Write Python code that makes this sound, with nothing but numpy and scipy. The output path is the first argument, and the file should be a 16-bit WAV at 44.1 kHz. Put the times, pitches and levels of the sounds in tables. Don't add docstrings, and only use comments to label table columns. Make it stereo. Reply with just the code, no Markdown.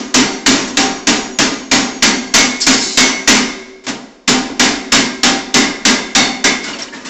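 import sys
import numpy as np
from scipy import signal
from scipy.fft import rfft, irfft
from scipy.io import wavfile
from scipy.ndimage import uniform_filter1d

SR = 44100
rng = np.random.default_rng(int(sys.argv[2]) if len(sys.argv) > 2 else 0)


def store_pcm(level_fs):
    pcm = np.round(np.clip(level_fs, -1, 1) * 32767).astype(np.int16)
    wavfile.write(sys.argv[1], SR, np.atleast_2d(pcm).T)


N = 312669

# (time [s], strength [dB], decay stretch [factor], clank pitch [Hz],
# bar share [dB], share of the linked modes [dB], shelf share [dB])
BLOWS = [(-0.16, -4.5, 0.85, 5500, -25, -13, -2), (0.142, -4.5, 1.054, 5580, -9.5, -17, 1),
         (0.462, -5, 1.21, 4330, -20, -23, -8), (0.771, -7, 1.065, 4000, -16, -15, 5.5),
         (1.071, -6, 0.97, 5830, -13, -15, 1.5), (1.388, -6.5, 1.024, 5630, -12, -14, -9),
         (1.714, -5.5, 1.05, 4490, -12, -15, -2), (2.024, -3.5, 0.91, 5260, -3, -18, 0.5),
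         (2.34, 0.5, 0.87, 5830, -7, 1.5, -3), (2.666, -2, 0.88, 5040, -4, -5, -5),
         (2.973, -1, 0.9, 5220, -3, 6.5, -5.5), (3.276, 0.15, 0.96, 5900, -4.5, -3, -13),
         (3.867, -21, 0.95, 5820, -9, -12.5, 2), (4.278, -4, 0.88, 7030, -9, -21, 0.5),
         (4.596, -3, 0.96, 5770, -4.5, -10, 1.1), (4.921, -2.5, 0.93, 5180, -3, -8, -18),
         (5.233, -4.5, 0.99, 5230, -1.5, -17, -0.5), (5.542, -3, 0.91, 5810, -0.5, -11, -1.5),
         (5.852, -3, 0.9, 5790, 0.7, -6, -7), (6.151, -4.5, 1, 5770, -1, -0.5, 5.5),
         (6.442, -5, 0.78, 5700, 0, 1.5, -0.5)]


def from_db(db):
    return np.exp(np.asarray(db) * (np.log(10) / 20))


def at_hz(points, hz):
    table_hz, value = np.array(points).T
    return np.interp(np.log(hz), np.log(table_hz), value)


def noise_bands(lumpy_db=4, lump_hz=14):
    hz = np.fft.rfftfreq(N, 1 / SR)
    lumps = rng.standard_normal((2, int(hz[-1] / 8) + 2))
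    weight = [from_db(lumpy_db * np.interp(hz / lump_hz, np.arange(len(row)), row)) for row in lumps]
    white = irfft(rfft(rng.standard_normal((2, N))) * weight, N)
    white /= white.std()
    edges = 14 * 2 ** np.arange(0, 9.4, 1 / 3)
    bands = []
    for k, (low, high) in enumerate(zip(edges, edges[1:])):
        band_pass = signal.butter(2, [low, high], "band", fs=SR, output="sos")
        bands.append((np.sqrt(low * high), signal.sosfilt(band_pass, white[k % 2])))
    return bands


def since(s, span):
    first = max(0, int(np.ceil(s * SR)))
    part = slice(first, min(N, int((s + span) * SR)))
    return part, np.arange(part.start, part.stop) / SR - s


def by_strength(usual, per_db):
    return usual + per_db * (np.array(BLOWS)[:, 1] + 4)


def cart_share():
    linked_db = np.array(BLOWS)[:, 5]
    return by_strength(usual=-3.5, per_db=-0.28) - 0.1459 * (linked_db + 12)


def cluster(t, hz, width_hz, count):
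    detune, phase = rng.standard_normal((2, count, len(hz), 1))
    partials = np.sin(2 * np.pi * ((hz + width_hz * detune) * t + phase))
    return partials.sum(axis=0) / np.sqrt(count)


def rings(modes, share_db, swell, spread_db, width_hz, partner_db, stretch, size=0.73, loose=1):
    out = np.zeros(N)
    hz, level_db, t60 = np.array(modes).T[:, :, None]
    opposition = np.arange(len(modes))[:, None] / 2
    for (s, db, length, *_), part_db in zip(BLOWS, share_db):
        part, t = since(s, span=size)
        uneven, phase = rng.standard_normal((2, len(modes), 1))
        decay_db = -60 * t / (t60 * stretch * length)
        gain = from_db(db + part_db + level_db + spread_db * uneven + decay_db)
        tone = np.sin(2 * np.pi * (hz * t + loose * phase + opposition))
        tone += from_db(partner_db) * cluster(t, hz, width_hz, count=3)
        fade_out = np.minimum(1, 5 * (1 - t / size))
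        out[part] += (1 - np.exp(-t / swell)) * fade_out * (gain * tone).sum(axis=0)
    return out


def bunches(strikes, swell=0.001):
    out = np.zeros(N)
    for s, hz, db, t60, spread_hz in strikes:
        part, t = since(s, span=0.31)
        bunch = cluster(t, np.array([[hz]]), spread_hz, count=8)[0]
        out[part] += (1 - np.exp(-t / swell)) * from_db(db - 60 * t / t60) * bunch
    return out


def hush(bands):
    # (frequency [Hz], relative level [dB per Hz])
    air_spectrum = [(24, -62), (40, -12), (314, -29), (375, -6), (490, -2), (730, -16), (8000, -48),
                    (10400, -61.5), (17600, -120)]
    air = sum(from_db(at_hz(air_spectrum, hz)) * noise for hz, noise in bands)
    return from_db(-58) * air / air.std()


def contacts():
    # (time [s], strength [dB], brightness [dB per octave], decay stretch [factor])
    touches = [(0.673, -29, 8, 0.28), (2.601, -13.5, 11, 0.34), (2.791, -27, 11, 2.1),
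               (3.836, -33.5, 2.5, 0.47), (3.876, -17, 3.5, .51), (4.49, -30, -4, 0.43),
               (4.56, -39, -5, .4), (5.635, -16, 0, 0.34), (6.634, -22, 2, 0.99), (6.678, -19.5, 0.5, 0.55),
               (6.732, -24, .1, 0.57), (6.784, -22.5, 1.4, 0.81), (6.823, -21.5, 3.5, .22),
               (6.927, -28.5, -0.1, 1.6), (7.047, -22.5, 2, .84)]
    blow_swell = 0.0019
    bright_db_oct = by_strength(usual=2.5, per_db=0.23)
    crack_db = by_strength(usual=0.5, per_db=-0.5)
    hits = []
    for (s, db, stretch, *_), boom, bright, crack in zip(BLOWS, cart_share(), bright_db_oct, crack_db):
        hits.append((s, db, boom, bright, blow_swell, stretch, crack))
        hits.append((s - 0.0034, db - 20, -np.inf, 6.5, blow_swell, 0.1, -np.inf))
    for s, db, bright, stretch in touches:
        swell = 0.026 if bright > 8 else 0.0059
        hits.append((s, db, 2.5 - 3 * bright, bright, swell, stretch, -np.inf))
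    return hits


def clatter(bands, gain_db=8):
    # (frequency [Hz], relative level [dB per Hz])
    clatter_spectrum = [(16, -13.5), (45, -8.5), (85, -10.5), (161, -4.5), (246, 10), (330, 3), (600, -4),
                        (774, -1.43), (1180, -2), (2100, -1.5), (3300, -6.5), (5820, -6.5), (7300, -15.5),
                        (8000, -6.5), (10400, -48.5)]
    # (frequency [Hz], t60 before stretching [s])
    clatter_t60 = [(25, 1.36), (80, 0.36), (250, 0.78), (500, 0.73), (1100, 0.58), (2900, 0.49),
                   (5000, 0.48), (8000, 0.38)]
    late_db, late_stretch = -17.5, 1.93
    crack_t60 = 0.039
    step = 32
    clock = np.arange(N // step + 2) * step / SR
    out = np.zeros(N)
    hits = contacts()
    for hz, noise in bands:
        energy = np.zeros(len(clock))
        t60 = at_hz(clatter_t60, hz)
        for s, db, boom_db, tilt_db, swell, stretch, crack_db in hits:
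            first = max(0, int(np.ceil(s * SR / step)))
            part = slice(first, first + 2000)
            t = clock[part] - s
            colour_db = boom_db if hz < 450 else tilt_db * np.log2(hz / 2000)
            rise = 1 - np.exp(-t / (swell + 0.6 / hz))
            fall = from_db(-120 * t / (t60 * stretch))
            fall += from_db(2 * late_db - 120 * t / (t60 * late_stretch))
            crack = (hz > 1500) * from_db(2 * crack_db - 120 * t / crack_t60)
            energy[part] += from_db(2 * (db + colour_db)) * (rise ** 2 * fall + crack)
        envelope = np.interp(np.arange(N) / step, np.arange(len(energy)), np.sqrt(energy))
        out += from_db(at_hz(clatter_spectrum, hz) + gain_db) * envelope * noise
    return out


def cart_boom():
    # (frequency [Hz], relative level [dB], t60 before stretching [s])
    cart_modes = [(138.8, -20.5, 0.64), (196.4, -21.5, 1), (218.1, -13, 0.81), (250, -4.5, 0.4),
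                  (251.6, -13, 1), (280.5, -9.5, 0.6), (319, -24, 0.87), (418.7, -14, 0.6),
                  (926, -19.5, 0.65), (1028, -27, 1)]
    return from_db(0.5) * rings(cart_modes, cart_share(), swell=0.019, spread_db=2.0, width_hz=9.15,
                                partner_db=-2, stretch=0.87, size=0.7)


def shelf_ring():
    # (frequency [Hz], relative level [dB], t60 before stretching [s])
    shelf_modes = [(720, -28, 1.3), (781, -16, .9)]
    return rings(shelf_modes, np.array(BLOWS)[:, 6], swell=0.015, spread_db=1.5, width_hz=10.6,
                 partner_db=-1.5, stretch=0.77, size=0.9)


def tray_ring():
    # (frequency [Hz], relative level [dB], t60 before stretching [s])
    tray_modes = [(380.3, -25, 2.8), (387, -26, 2)]
    return rings(tray_modes, by_strength(usual=-4, per_db=0.2), swell=0.018, spread_db=2.4, width_hz=9.2,
                 partner_db=-13, stretch=0.84, size=1.5)


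def bar_ring():
    # (frequency [Hz], relative level [dB], t60 before stretching [s])
    bar_modes = [(1610, -27, .8), (1760, -26, .5), (1988, -21, .6), (2040, -21, .6), (2119, -19, .7),
                 (3553, -23, .6)]
    return rings(bar_modes, np.array(BLOWS)[:, 4], swell=0.00048, spread_db=3.0, width_hz=22,
                 partner_db=3.5, stretch=1.24)


def slat_ring():
    # (frequency [Hz], relative level [dB], t60 before stretching [s])
    slat_modes = [(4464, -26, .45), (5788, -24, .45), (5850, -28, .4), (6503, -29, .5), (6652, -26, .5),
                  (7480, -28, .4)]
    bar_moved_s = 3.1
    share_db = np.where(np.array(BLOWS)[:, 0] < bar_moved_s, 2, -15)
    return rings(slat_modes, share_db, swell=0.0021, spread_db=4.0, width_hz=30, partner_db=2.5, stretch=1.7)


def rail_ring():
    # (frequency [Hz], relative level [dB], t60 before stretching [s])
    rail_modes = [(5201, -22, .55), (5990, -22, .45), (6239, -20, .5)]
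    return rings(rail_modes, by_strength(usual=-6, per_db=3.6), swell=0.004, spread_db=0.5, width_hz=90,
                 partner_db=-8.5, stretch=0.5)


def linked_ring():
    # (frequency [Hz], relative level [dB], t60 before stretching [s])
    linked_modes = [(2186, -18, 1.2), (2193, -20, 1.1), (5946, -17.5, .7)]
    return rings(linked_modes, np.array(BLOWS)[:, 5], swell=0.011, spread_db=1.6, width_hz=14,
                 partner_db=-12, stretch=0.92, size=0.7, loose=0.03)


def clanks():
    return bunches([(s, hz, db - 7, 0.21, 200) for s, db, _, hz, *_ in BLOWS])


def clinks():
    # (time [s], pitch [Hz], level [dB], t60 [s], spread of partials [Hz])
    clink_tones = [(1.1, 6760, -34, 3.6, 3.1), (2.614, 5300, -10, 0.18, 360), (2.618, 4470, -14, .12, 260),
                   (2.72, 5150, -13, .49, 160), (2.8, 5360, -21.5, 1.1, 180),
                   (2.821, 4250, -22.5, 1.6, 260), (6.16, 3660, -12, 0.51, 70),
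                   (6.19, 4430, -14.5, 0.52, 90), (6.632, 5200, -27, .15, 300),
                   (6.649, 1490, -20.5, .18, 82), (6.68, 2880, -30, .15, 50), (6.73, 2810, -19.5, .12, 80),
                   (6.73, 4520, -24, .11, 89), (6.787, 5200, -26, .073, 200),
                   (6.82, 5540, -17.5, 0.078, 130), (6.925, 1764, -29.5, .34, 174),
                   (7.045, 1750, -32, .15, 130)]
    return bunches(clink_tones)


def grit(count=40):
    # (start [s], length [s], level of the strongest [dB], lowest [Hz], highest [Hz])
    skitters = [(2.68, .28, -25, 3800, 7800), (6.601, .3, -31, 1196, 6000)]
    grains = []
    for start, length, db, low_hz, high_hz in skitters:
        for when, pitch, size in rng.random((count, 3)):
            hz = low_hz * (high_hz / low_hz) ** pitch
            grains.append((start + length * when, hz, db + 4 * np.log(size + 1e-3), 0.05, 150))
    return bunches(grains)


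def scene():
    bands = noise_bands()
    noise = hush(bands) + clatter(bands)
    cart = cart_boom() + shelf_ring() + tray_ring()
    steel = bar_ring() + slat_ring() + rail_ring() + linked_ring()
    clinking = clanks() + clinks() + grit()
    return np.tile(noise + cart + steel + clinking, (2, 1))


def limiter(x, ceiling_db=3, release_db_s=150, ratio=0.41):
    slope = release_db_s * np.arange(N) / SR
    level_db = 20 * np.log10(np.abs(x) + 1e-6)
    held_db = np.maximum.accumulate(level_db + slope) - slope
    excess_db = uniform_filter1d(np.maximum(held_db - ceiling_db, 0), size=88)
    return x * from_db(-ratio * excess_db)


def record(dry):
    saturation = 1.215
    converter_hz, cutoff_hz = 9090, 16300
    ceiling, knee = 0.98, 19
    level = limiter(from_db(1.5) * dry[0])
    level = level + 0.11 * level ** 2
    level = saturation * np.tanh(level / saturation)
    narrow = signal.sosfilt(signal.cheby2(12, 70, converter_hz, fs=SR, output="sos"), level)
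    clipped = narrow / (1 + np.abs(narrow / ceiling) ** knee) ** (1 / knee)
    smooth = signal.sosfilt(signal.cheby2(16, 70, cutoff_hz, fs=SR, output="sos"), clipped)
    return np.tile(smooth, (2, 1))


dry = scene()
out = record(dry)
store_pcm(out)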